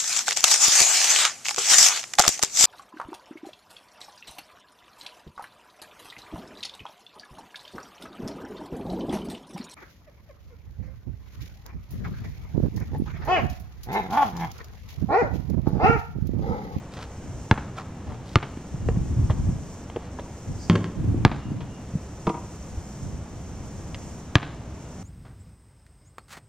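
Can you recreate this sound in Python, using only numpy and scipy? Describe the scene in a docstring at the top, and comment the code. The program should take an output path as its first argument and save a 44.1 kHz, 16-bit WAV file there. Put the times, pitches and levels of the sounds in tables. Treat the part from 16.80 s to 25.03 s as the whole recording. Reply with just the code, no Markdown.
"""Basketball on an outdoor asphalt court

The ball bounces twice, strikes backboard and rim, bounces again, is caught, and bounces a last time.
Each hit is built from filtered noise bursts and damped sines; shoes tap and scuff on grit.
A wall behind the court throws bounces, hands and feet back, and trees return a wash.
Shaped noise makes the cicadas that swell and break off in the trees, the distant town rumble,
a thin pulsing hiss at the top of the treble, a brief swish and the gusts that buffet the microphone."""
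import sys
import numpy as np
from scipy import signal
from scipy.fft import rfft, irfft
from scipy.io import wavfile

SR = 44100
rng = np.random.default_rng(int(sys.argv[2]) if len(sys.argv) > 2 else 0)


def master(y):
    """Save y as 16-bit WAV."""
    cut = np.clip(np.atleast_2d(y).T, -1, 1)
    pcm = np.round(cut * 32767)  # scale
    wavfile.write(sys.argv[1], SR, pcm.astype(np.int16))


N = 362943
TIME = np.arange(N) / SR  # the whole scene (s)
T = np.arange(SR) / SR  # one second, for single sounds (s)
HZ = np.fft.rfftfreq(N, 1 / SR)

# colour of the court's reflections: freq_hz, level_db
ECHO_COLOUR = [(60, -13), (300, -4), (900, 1), (1600, -2.5), (2600, -4.5), (4200, -6.5), (6500, -16),
               (10000, -27)]


def amp(db):
    """Decibels to gain."""
    return 10 ** (np.asarray(db) / 20)


def evened(x):
    """Scales to rms 1."""
    return x / np.sqrt(np.mean(x ** 2) + 1e-20)


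def read(points, hz):
    """Reads a table on a log-frequency axis."""
    f, value = np.transpose(points)
    return np.interp(np.log(hz + 1), np.log(f), value)


def add(mix, s, sound):
    """Mixes a sound in at a time in seconds."""
    part = mix[max(round(s * SR), 0):][:len(sound)]
    part += sound[:len(part)]


def highpass(x, hz, order=1):
    """Takes away the bass below a frequency."""
    return signal.lfilter(*signal.butter(order, hz, "high", fs=SR), x)


def correlated(left, other, likeness):
    """Blends two independent signals into a left-right pair of the given likeness."""
    c = np.clip(likeness, -1, 1)
    return np.array([left, c * left + np.sqrt(1 - c ** 2) * other])


def noise(db, likeness):
    """Spectra of two channels of noise with given levels and left-right likeness."""
    left, other = rfft(rng.standard_normal((2, N)))
    return correlated(left, other, likeness) * amp(db)


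def wander(seconds):
    """Slow chance of rms 1 that changes over about the given time."""
    return evened(irfft(rfft(rng.standard_normal(N)) * np.exp(-(HZ * seconds) ** 2), N))


def surge(start, rise, hold, release, power=1):
    """An envelope that climbs, holds and dies away; release is its time constant (s)."""
    age = TIME - start
    return np.clip(age / rise, 0, 1) ** power * np.exp(-np.maximum(age - rise - hold, 0) / release)


def fade(t60):
    """Exponential decay over one second, 60 dB down after t60 seconds."""
    return np.exp(-np.log(1000) * T / t60)


def ring(modes):
    """Damped sines of a struck body, one for each (Hz, dB, t60 s)."""
    return sum(amp(db) * fade(t60) * np.sin(2 * np.pi * hz * T) for hz, db, t60 in modes)


def resonate(x, peaks):
    """Lifts or hollows a sound at each (Hz, width Hz, dB); narrow lifts ring."""
    for hz, width, db in peaks:
        x = x + (amp(db) - 1) * signal.lfilter(*signal.iirpeak(hz, hz / width, SR), x)
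    return x


def click(colour, tilt_db=0.0, lag=0.0, size=2048):
    """A causal pulse with a given spectrum and tilt; its bass trails its treble by up to lag seconds."""
    hz = abs(np.fft.fftfreq(size, 1 / SR))
    log_gain = np.log(amp(read(colour, hz) + tilt_db * np.log2((hz + 200) / 1700)))
    # minimum phase keeps the energy at the front
    spectrum = np.exp(signal.hilbert(log_gain).conj())[:size // 2 + 1]
    delay = lag * np.exp(-hz[:len(spectrum)] / 2400)
    turns = (np.cumsum(delay) - delay[0]) * SR / size
    return irfft(spectrum * np.exp(-2j * np.pi * turns))[:size // 2]


def spray(colour, t60, tilt_db=0, per_s=SR):
    """A dying burst of tiny contacts; few per second make it rattle."""
    contacts = rng.standard_normal(SR) * (rng.random(SR) * SR < per_s) * fade(t60)
    contacts /= np.linalg.norm(contacts) + 1e-12
    return signal.fftconvolve(contacts, click(colour, tilt_db))[:SR]


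def town():
    """A steady distant rumble: noise that loses level towards the treble."""
    # rumble: freq_hz, level_db_per_hz
    rumble = [(20, -70), (40, -71), (65, -58.5), (110, -61.5), (200, -64.5), (400, -73.5), (800, -78),
              (1500, -87), (3000, -93.5), (5000, -102), (9000, -112), (15000, -114)]
    # how alike left and right are: freq_hz, likeness
    likeness = [(60, 1), (290, 0.99), (700, 0.95), (1400, 0.88), (3100, 0.6), (7000, 1), (15000, 0.23)]
    return irfft(noise(read(rumble, HZ), read(likeness, HZ)), N) * np.sqrt(SR / 2)


def cicadas():
    """Cicadas in the trees to one side: a constant far chorus, and crescendos that break off."""
    # song colour: freq_hz, relative_level_db
    song_colour = [(3800, -23), (5000, -13), (5700, -5.5), (7200, -5.5), (8300, -9), (9500, -23.5),
                   (12000, -18.5), (15000, -15)]
    # phase by which the left port leads: freq_hz, lead_rad
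    port_phase = [(20, -5), (4300, 1), (5700, 1.5), (8200, 2.5), (12000, -4)]
    # crescendos: start_s, length_s, peak_db
    phrases = [(0.196, 0.51, -53), (1.537, 1.41, -51.5), (3.3, 0.65, -50.5), (4.834, 1.44, -50),
               (6.345, 1.03, -50.5), (7.864, 0.38, -52.5)]
    crescendo_power, break_off_s = 0.36, 0.16
    chorus_db, flutter_db, flutter_s = -57.5, 0.87, 0.026
    song = noise(read(song_colour, HZ), 0.71)
    song[1] *= np.exp(-1j * read(port_phase, HZ))
    power = amp(chorus_db) ** 2
    for s, length, db in phrases:
        power = power + (amp(db) * surge(s, length, 0, break_off_s, crescendo_power)) ** 2
    return np.sqrt(power) * amp(flutter_db * wander(flutter_s)) * evened(irfft(song, N))


def high_hiss():
    """Thin hiss above 12 kHz, pulsing about ten times a second, in step at both ports."""
    # hiss colour: freq_hz, relative_level_db
    hiss_colour = [(10500, -49), (12000, -21), (13000, -16), (15500, 9)]
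    rate_hz, drift_share, sharpness, level_db = 9.8, .04, 3.5, -61
    turns = np.cumsum(rate_hz * (1 + drift_share * wander(.6))) / SR
    pulses = abs(np.sin(np.pi * turns)) ** (2 * sharpness)
    return amp(level_db) * evened(pulses * irfft(noise(read(hiss_colour, HZ), -.5), N))


def swish():
    """A short, thin noise hiss just ahead of the backboard hit."""
    # swish colour: freq_hz, relative_level_db
    swish_colour = [(3800, -28), (4800, -2), (5700, -8), (7000, -12), (10000, -37)]
    hiss = evened(irfft(noise(read(swish_colour, HZ), .8), N))
    return amp(-49) * surge(3.765, rise=0.059, hold=0.028, release=0.038) * hiss


def wind():
    """Lumpy low turbulence, partly separate at the two ports: a breeze, gusts and single eddies."""
    # turbulence colour: freq_hz, relative_level_db
    air_colour = [(20, -12), (55, 2), (110, 3), (200, -8), (320, -13), (500, -34), (900, -39),
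                  (3000, -59.5)]
    # how alike the two ports are: freq_hz, likeness
    port_likeness = [(50, .94), (130, .78), (290, .16)]
    # gusts at the microphone: start_s, hold_s, level_db, extra_deep_bass_db
    gust_list = [(0.414, 0.15, -40, 1), (1.25, 0.034, -33.5, -4), (1.907, 0.19, -32.5, 3),
                 (2.041, 0.65, -26, 2.5), (3.656, 0.032, -31.5, 0.5), (4.149, 0.24, -21, -5.5),
                 (4.635, 0.11, -28, -15), (5.906, 0.019, -41, 7), (6.198, 0.11, -34, -0.5),
                 (6.493, 0.76, -44, 3)]
    # single eddies pop on the microphone: start_s, level_db, pitch_hz
    buffets = [(1.942, -17.5, 130), (2.089, -15, 127), (2.171, -15, 164), (2.499, -11, 98),
               (2.69, -16.5, 172), (4.344, -16, 260), (4.716, -19.5, 213), (5.086, -34, 150),
               (5.137, -24.5, 164), (5.153, -14, 155), (5.974, -22.5, 75.6)]
    rise_s, release_s, deep_hz = 0.026, 0.081, 86.5
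    breeze_db, lumps_db, lump_s = -57.5, 2.5, 0.033
    air = evened(irfft(noise(read(air_colour, HZ), read(port_likeness, HZ)), N))
    deep = irfft(rfft(air) / (1 + (HZ / deep_hz) ** 4), N)
    power = deep_power = amp(breeze_db) ** 2
    for s, hold, db, deep_db in gust_list:
        gust = amp(db) * surge(s, rise_s, hold, release_s)
        power = power + gust ** 2
        deep_power = deep_power + (amp(deep_db) * gust) ** 2
    gusts = (air - deep) * np.sqrt(power) + deep * np.sqrt(deep_power)
    gusts *= amp(lumps_db * wander(lump_s))
    pops = np.zeros(N)
    for s, db, hz in buffets:
        cycles = hz * T
        envelope = cycles / 0.46 * np.exp(1 - cycles / 0.5)
        add(pops, s, amp(db) * np.sin(2 * np.pi * cycles) * envelope)
    return gusts + pops


def scuffs():
    """A sliding sole catches and slips over the asphalt, setting off small grains of uneven strength."""
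    # scrapes: middle_s, length_s, level_db, centre_hz
    strokes = [(0.141, 0.068, -50, 3000), (0.181, 0.059, -40, 900), (0.221, 0.08, -42, 1990),
               (0.993, 0.079, -39, 990), (0.98, 0.052, -53, 4000), (1.315, 0.12, -44.5, 700),
               (1.509, 0.19, -55.5, 4000), (2.504, 0.037, -50, 2000), (3.243, 0.17, -51.5, 1300)]
    # sliding grit: freq_hz, level_db
    scrape_colour = [(150, -7), (600, 6), (1200, 2), (2200, -6.5), (3600, -5), (5500, -6), (9000, -14.5),
                     (15000, -11)]
    grains_per_s, slip_db, slip_s = 6000, 2.5, .005
    out = np.zeros(N)
    for s, length, db, hz in strokes:
        grains = rng.standard_normal(SR) * amp(4 * np.minimum(rng.exponential(1, SR), 3))
        grains *= rng.random(SR) < grains_per_s / SR
        band = signal.butter(1, [hz / 2, min(hz * 2, SR / 2 - 1)], "band", fs=SR)
        grains = signal.fftconvolve(signal.lfilter(*band, grains), click(scrape_colour))[:SR]
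        stroke = np.sin(np.pi * np.minimum(T / length, 1))
        add(out, s - length / 2, amp(db) * evened(grains) * stroke)
    slips = evened(amp(slip_db * np.clip(wander(slip_s), -2, 2)))
    return out * slips


def taps():
    """Shoes knock (damped sines) and crunch on grit (noise bursts); hands pat the ball."""
    # contacts: start_s, knock_db, knock_hz, grit_db, grit_t60_s, grit_tilt_db_per_octave
    contacts = [(0.1695, -40, 700, -12, 0.049, 1), (0.982, -24, 1327, -25, .03, 9),
                (1.772, -23, 238, -15, 0.035, -4.5), (2.0872, -12.5, 440, 0, 0.014, -4.5),
                (2.4985, -22, 1072, -11, 0.047, -8), (2.504, -28, 625, -1, 0.083, -5),
                (3.099, -39, 696, -10, 0.034, -6), (3.161, -17.5, 485, -2.5, 0.034, -7),
                (3.1691, -18.5, 403, -16, .02, -10), (3.388, -25, 950, -22, 0.054, -1),
                (3.3947, -25, 550, -9.5, 0.048, -3), (4.806, -44, 814, -6, 0.13, -4),
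                (7.1455, -40, 2880, -5, 0.027, 2.5)]
    # crunch colour: freq_hz, level_db
    grit_colour = [(150, -8), (600, 0), (1200, 0), (2200, -2), (3600, -3), (5500, -14), (9000, -27),
                   (15000, -44)]
    # hollow colour of a sole or palm on contact: freq_hz, width_hz, level_db
    sole = [(950, 120, 5), (1400, 300, -6), (1950, 200, 4), (3200, 350, 4)]
    soft_sole_s = .0007
    out = np.zeros(N)
    for s, db, hz, grit_db, t60, tilt_db in contacts:
        knock = ring([(hz, 0, .028), (hz * 0.845, -5, .025)]) - ring([(hz * 1.775, -9, .02)])
        knock *= 1 - np.exp(-T / soft_sole_s)
        crunch = resonate(spray(grit_colour, t60, tilt_db), sole)
        add(out, s, amp(db) * knock + amp(grit_db) * crunch)
    return out


def catches():
    """Soft palms clap on the ball, which rings briefly in the hands."""
    # palm contacts: start_s, ring_db, boom_db, slap_db
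    palms = [(5.469, -22, -13.5, 3.5), (5.472, 1.5, -9, -9), (5.4768, -7, -11.5, -4), (5.493, -24, -38, 0),
             (5.4975, -2.5, -17, -4)]
    # ball held in the hands: freq_hz, level_db, t60_s
    held_ball = [(330, -14.5, 0.07), (440, -16, 0.04), (780, -15, 0.024), (955, -17, 0.07),
                 (1185, -19, 0.035), (2200, -42, .07)]
    # clap colour: freq_hz, level_db
    palm_colour = [(100, -4), (400, 4), (1100, 6), (1600, -3), (2300, -4), (4000, -13), (7000, -22),
                   (15000, -42)]
    soft_palm_s, boom_hz = 0.001, 181
    out = np.zeros(N)
    for s, ring_db, boom_db, slap_db in palms:
        ball = amp(ring_db) * ring(held_ball) + ring([(boom_hz, boom_db, .04)])
        clap = amp(slap_db) * spray(palm_colour, 0.03)
        add(out, s, ball * (1 - np.exp(-T / soft_palm_s)) + clap)
    return out


def hoop():
    """The ball booms on the backboard, shakes it on its mounts and rattles the rim."""
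    # board and rim contacts: start_s, crack_db, rattle_db, rattle_t60_s, board_db
    hits = [(3.8981, 13.5, 7.5, 0.22, -1.5), (3.9540, -2, 6.5, 0.035, -15), (3.9576, 2, 1, 0.43, -11.5),
            (4.0428, -0.5, -5.5, 0.19, -18.5)]
    # backboard resonances: freq_hz, level_db, t60_s
    board_modes = [(105, -14.5, 0.41), (173.3, -7.5, 0.27), (189, -22, 0.81), (224, -16, 0.26),
                   (264, -23, 0.093), (372, -27.5, 0.39), (466, -21.5, 0.062), (557, -28.5, .16),
                   (1120, -35, 0.087)]
    # the board shakes on its mounts: freq_hz, relative_level_db
    shudder_colour = [(60, -22), (110, -2), (220, 0), (420, -2), (600, -15), (1200, -45), (15000, -80)]
    # crack and rattle colour: freq_hz, level_db
    rattle_colour = [(200, -3), (420, 4.5), (650, -2), (1100, -1), (2000, -3.5), (3300, -5), (5000, -16),
                     (7000, -19.5), (10000, -31), (15000, -40)]
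    # resonances and hollows of the steel rim: freq_hz, width_hz, level_db
    rim = [(1070, 70, 8), (1340, 50, 6), (1630, 50, 5), (1890, 50, 6), (2170, 30, 6), (2450, 300, -3),
           (3150, 90, 6), (3950, 350, -10), (4600, 200, 7), (5220, 40, 4), (5500, 300, -6), (5780, 45, 5)]
    steel, board = np.zeros((2, N))
    for s, crack_db, rattle_db, t60, board_db in hits:
        add(steel, s, amp(crack_db) * click(rattle_colour, lag=0.00156))
        add(steel, s, amp(rattle_db) * spray(rattle_colour, t60, tilt_db=-2, per_s=1500))
        shudder = amp(29.5) * spray(shudder_colour, t60=0.58)
        add(board, s, amp(board_db) * (ring(board_modes) + shudder))
    # an open board radiates little deep bass
    return highpass(resonate(steel, rim) + board, 85, order=2)


def dribbles():
    """The ball slaps asphalt, rings hollow, squashes and lifts off; gives direct, all-round, wall sound."""
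    # ball on asphalt: start_s, slap_db, slap_tilt_db_per_octave, thump_db, thump_hz, contact_s,
    # lift_off_db, boom_hz, boom_db, wall_echo_db, wall_delay_s, ping_db
    bounces = [(0.7122, 15.5, -1.5, -5.5, 119, 0.013, -7.5, 240, -14.5, 0, 0.064, -15),
               (1.557, 12.5, 2, -5, 103, 0.012, -7, 358, -13.5, 2, 0.0705, -11.5),
               (4.4501, 16.5, 0.8, -5, 140, .0115, -3, 272, -8.5, -2, .0646, -5),
               (7.5549, 17.5, 1.3, -4.5, 114, 0.012, -17, 289, -13.5, -2.5, 0.0735, -14)]
    # slap colour: freq_hz, level_db
    slap_colour = [(80, -30), (300, -7), (700, 2.5), (1100, 3.5), (2000, 0), (3200, -4), (4600, -12.5),
                   (6300, -17), (9500, -34), (15000, -38)]
    # hollow resonances, driven anew as each bounce lands on another patch, before damping and depth:
    # freq_hz, width_hz, level_db in the 1st, 2nd, 3rd and 4th bounce
    shell = [(669.0, 30.0, 6.5, 9.5, 9.0, 8.5), (789.0, 30.0, 3.0, 3.5, 11.5, 5.5),
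             (902.0, 39.0, 10.5, 14.5, 6.5, -7.5), (1206.0, 37.0, -6.5, 11.0, 10.0, 4.0),
             (1372.0, 198.0, 3.0, 8.0, -3.5, -10.0), (1645.0, 47.0, 9.0, -10.5, 6.5, 11.0),
             (2114.0, 135.0, 4.0, 3.0, -0.5, -6.0), (2356.0, 115.0, -3.5, 5.0, 5.5, 1.0),
             (2580.0, 153.0, 5.0, 2.0, -8.0, 0.0), (2965.0, 295.0, -3.0, 6.0, -6.0, 2.5),
             (3371.0, 145.0, 4.5, -1.5, 2.5, 5.0), (4345.0, 177.0, -3.0, 4.5, 3.5, -1.5)]
    # air inside the ball: freq_hz, level_db, t60_s
    cavity = [(790, -35, .35), (1150, -42, .2), (1690, -47, .4), (2832, -49, 9)]
    # the rubber's damping widens every resonance; depth towards the microphone and all around (share)
    squash_width_hz, shell_depth, spread_depth = 26, .8, .4
    spread_db = 2.5  # slap sent all around, against the direct one
    # the slap crosses the air inside the ball and returns inverted: time for each bounce, share
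    round_trip_s, return_share = [.0016, .00125, .0016, .0014], .45
    spin_hz, spin_null_s, ping_lasts_s = 1.62, .045, .72
    near, around, from_wall = np.zeros((3, N))
    for k, bounce in enumerate(bounces):
        s, slap_db, tilt_db, thump_db, thump_hz, contact = bounce[:6]
        lift_db, boom_hz, boom_db, wall_db, wall_delay, ping_db = bounce[6:]
        # grit crunches under the ball
        slap = amp(-20) * spray(slap_colour, 0.026, tilt_db + 5)
        # bending waves in the shell carry the treble out first
        add(slap, 0, -click(slap_colour, tilt_db, lag=0.00074))
        slap = amp(slap_db) * slap
        # summed over all directions the hollow colour evens out
        all_round = [(hz, width + squash_width_hz, spread_depth * drive[k]) for hz, width, *drive in shell]
        spread = amp(spread_db) * resonate(slap, all_round)
        add(slap, round_trip_s[k], -return_share * highpass(slap, 300))
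        forward = [(hz, width + squash_width_hz, shell_depth * drive[k]) for hz, width, *drive in shell]
        slap = resonate(slap, forward)
        squash = np.maximum(T - .0012, 0)
        swell = squash / 0.0028
        thump = -amp(thump_db) * swell * np.exp(1 - swell) * np.sin(2 * np.pi * thump_hz * squash)
        lift_off = -amp(lift_db) * np.exp(-((T - contact) / 0.00088) ** 2)
        # the ball spins, so the ping of the air inside swells and fades
        spin = np.sin(2 * np.pi * spin_hz * (T - spin_null_s)) ** 3
        ping = amp(ping_db) * ring(cavity) * spin * np.exp(-(T / ping_lasts_s) ** 6)
        low = highpass(thump + lift_off + ring([(boom_hz, boom_db, .06)]), 25)
        add(near, s, slap + low + ping)
        add(around, s, spread + low)
        add(from_wall, s + wall_delay, amp(wall_db) * (spread + low))
    return near, around, from_wall


def reflect(x, envelope, t60, likeness):
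    """Scattered reflections under an envelope, each band dying at its own speed."""
    reflections_per_s = 3000
    left, other = rng.standard_normal((2, SR)) * (rng.random(SR) < reflections_per_s / SR)
    hz, t, z = signal.stft(correlated(left, other, likeness), SR, nperseg=256)
    z = z * np.exp(-np.log(1000) * t / read(t60, hz)[:, None])
    taps_in_time = signal.istft(z, SR, nperseg=256)[1][:, :SR] * envelope
    # rms gain 1 from 500 to 3000 Hz, ahead of the colour
    taps_in_time /= np.sqrt(np.mean(abs(rfft(taps_in_time[0])[500:3000]) ** 2))
    coloured = signal.fftconvolve(taps_in_time, click(ECHO_COLOUR)[None], axes=1)
    return signal.fftconvolve(x[None], coloured, axes=1)[:, :N]


def scene():
    """Direct hits, near reflections, the wall's slap-back, the wash from the trees and the background."""
    # decay of scattered reflections: freq_hz, t60_s
    court = [(100, 1), (500, 0.59), (1200, 0.63), (3000, 0.53), (6000, 0.9), (12000, 0.033)]
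    wall_delay_s, hands_wall_db, feet_wall_db, feet_bass_cut_hz = .072, 3.5, 1.5, 800
    close_wall_s, close_wall_db = 0.029, -23
    trees_build_s = .085
    ball, around, from_wall = dribbles()
    hands, feet = catches(), taps() + scuffs()
    feet_return = amp(feet_wall_db) * highpass(feet, feet_bass_cut_hz)
    add(from_wall, wall_delay_s, amp(hands_wall_db) * hands + feet_return)
    others = hands + feet + hoop()
    dry, outward = ball + others, around + others
    near = amp(-12.0) * reflect(outward, (T > .006) * fade(0.11), court, 1.0)
    # the wall returns one clear echo, then scatter from the fence and shed
    echo = amp(-20) * signal.fftconvolve(from_wall, click(ECHO_COLOUR))[:N]
    # a small early reflection of each bounce
    early = np.pad(click(ECHO_COLOUR, 1.8), (round(close_wall_s * SR), 0))
    echo += amp(close_wall_db) * signal.fftconvolve(around, early)[:N]
    scatter = amp(-14.5) * reflect(from_wall, fade(0.05), court, 0.95)
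    trees = amp(-15.0) * reflect(outward, np.minimum(T / trees_build_s, 1), court, 0.96)
    # the ports hear the treble slightly apart
    apart = amp(-4.0) * np.gradient(dry)
    direct = np.array([dry - apart, dry + apart])
    background = town() + cicadas() + high_hiss() + swish() + wind()
    return direct + near + echo + scatter + trees + background


def record(dry):
    """The loudest peaks overload, the top octave rolls off, then the band limit."""
    clipped = signal.lfilter(*signal.butter(2, 10000, fs=SR), np.clip(dry, -1, 1))
    band_limit = signal.firwin(511, 15800, window=("kaiser", 9), fs=SR)
    return signal.oaconvolve(clipped, band_limit[None], "same")


dry = scene()
out = record(dry)
master(out)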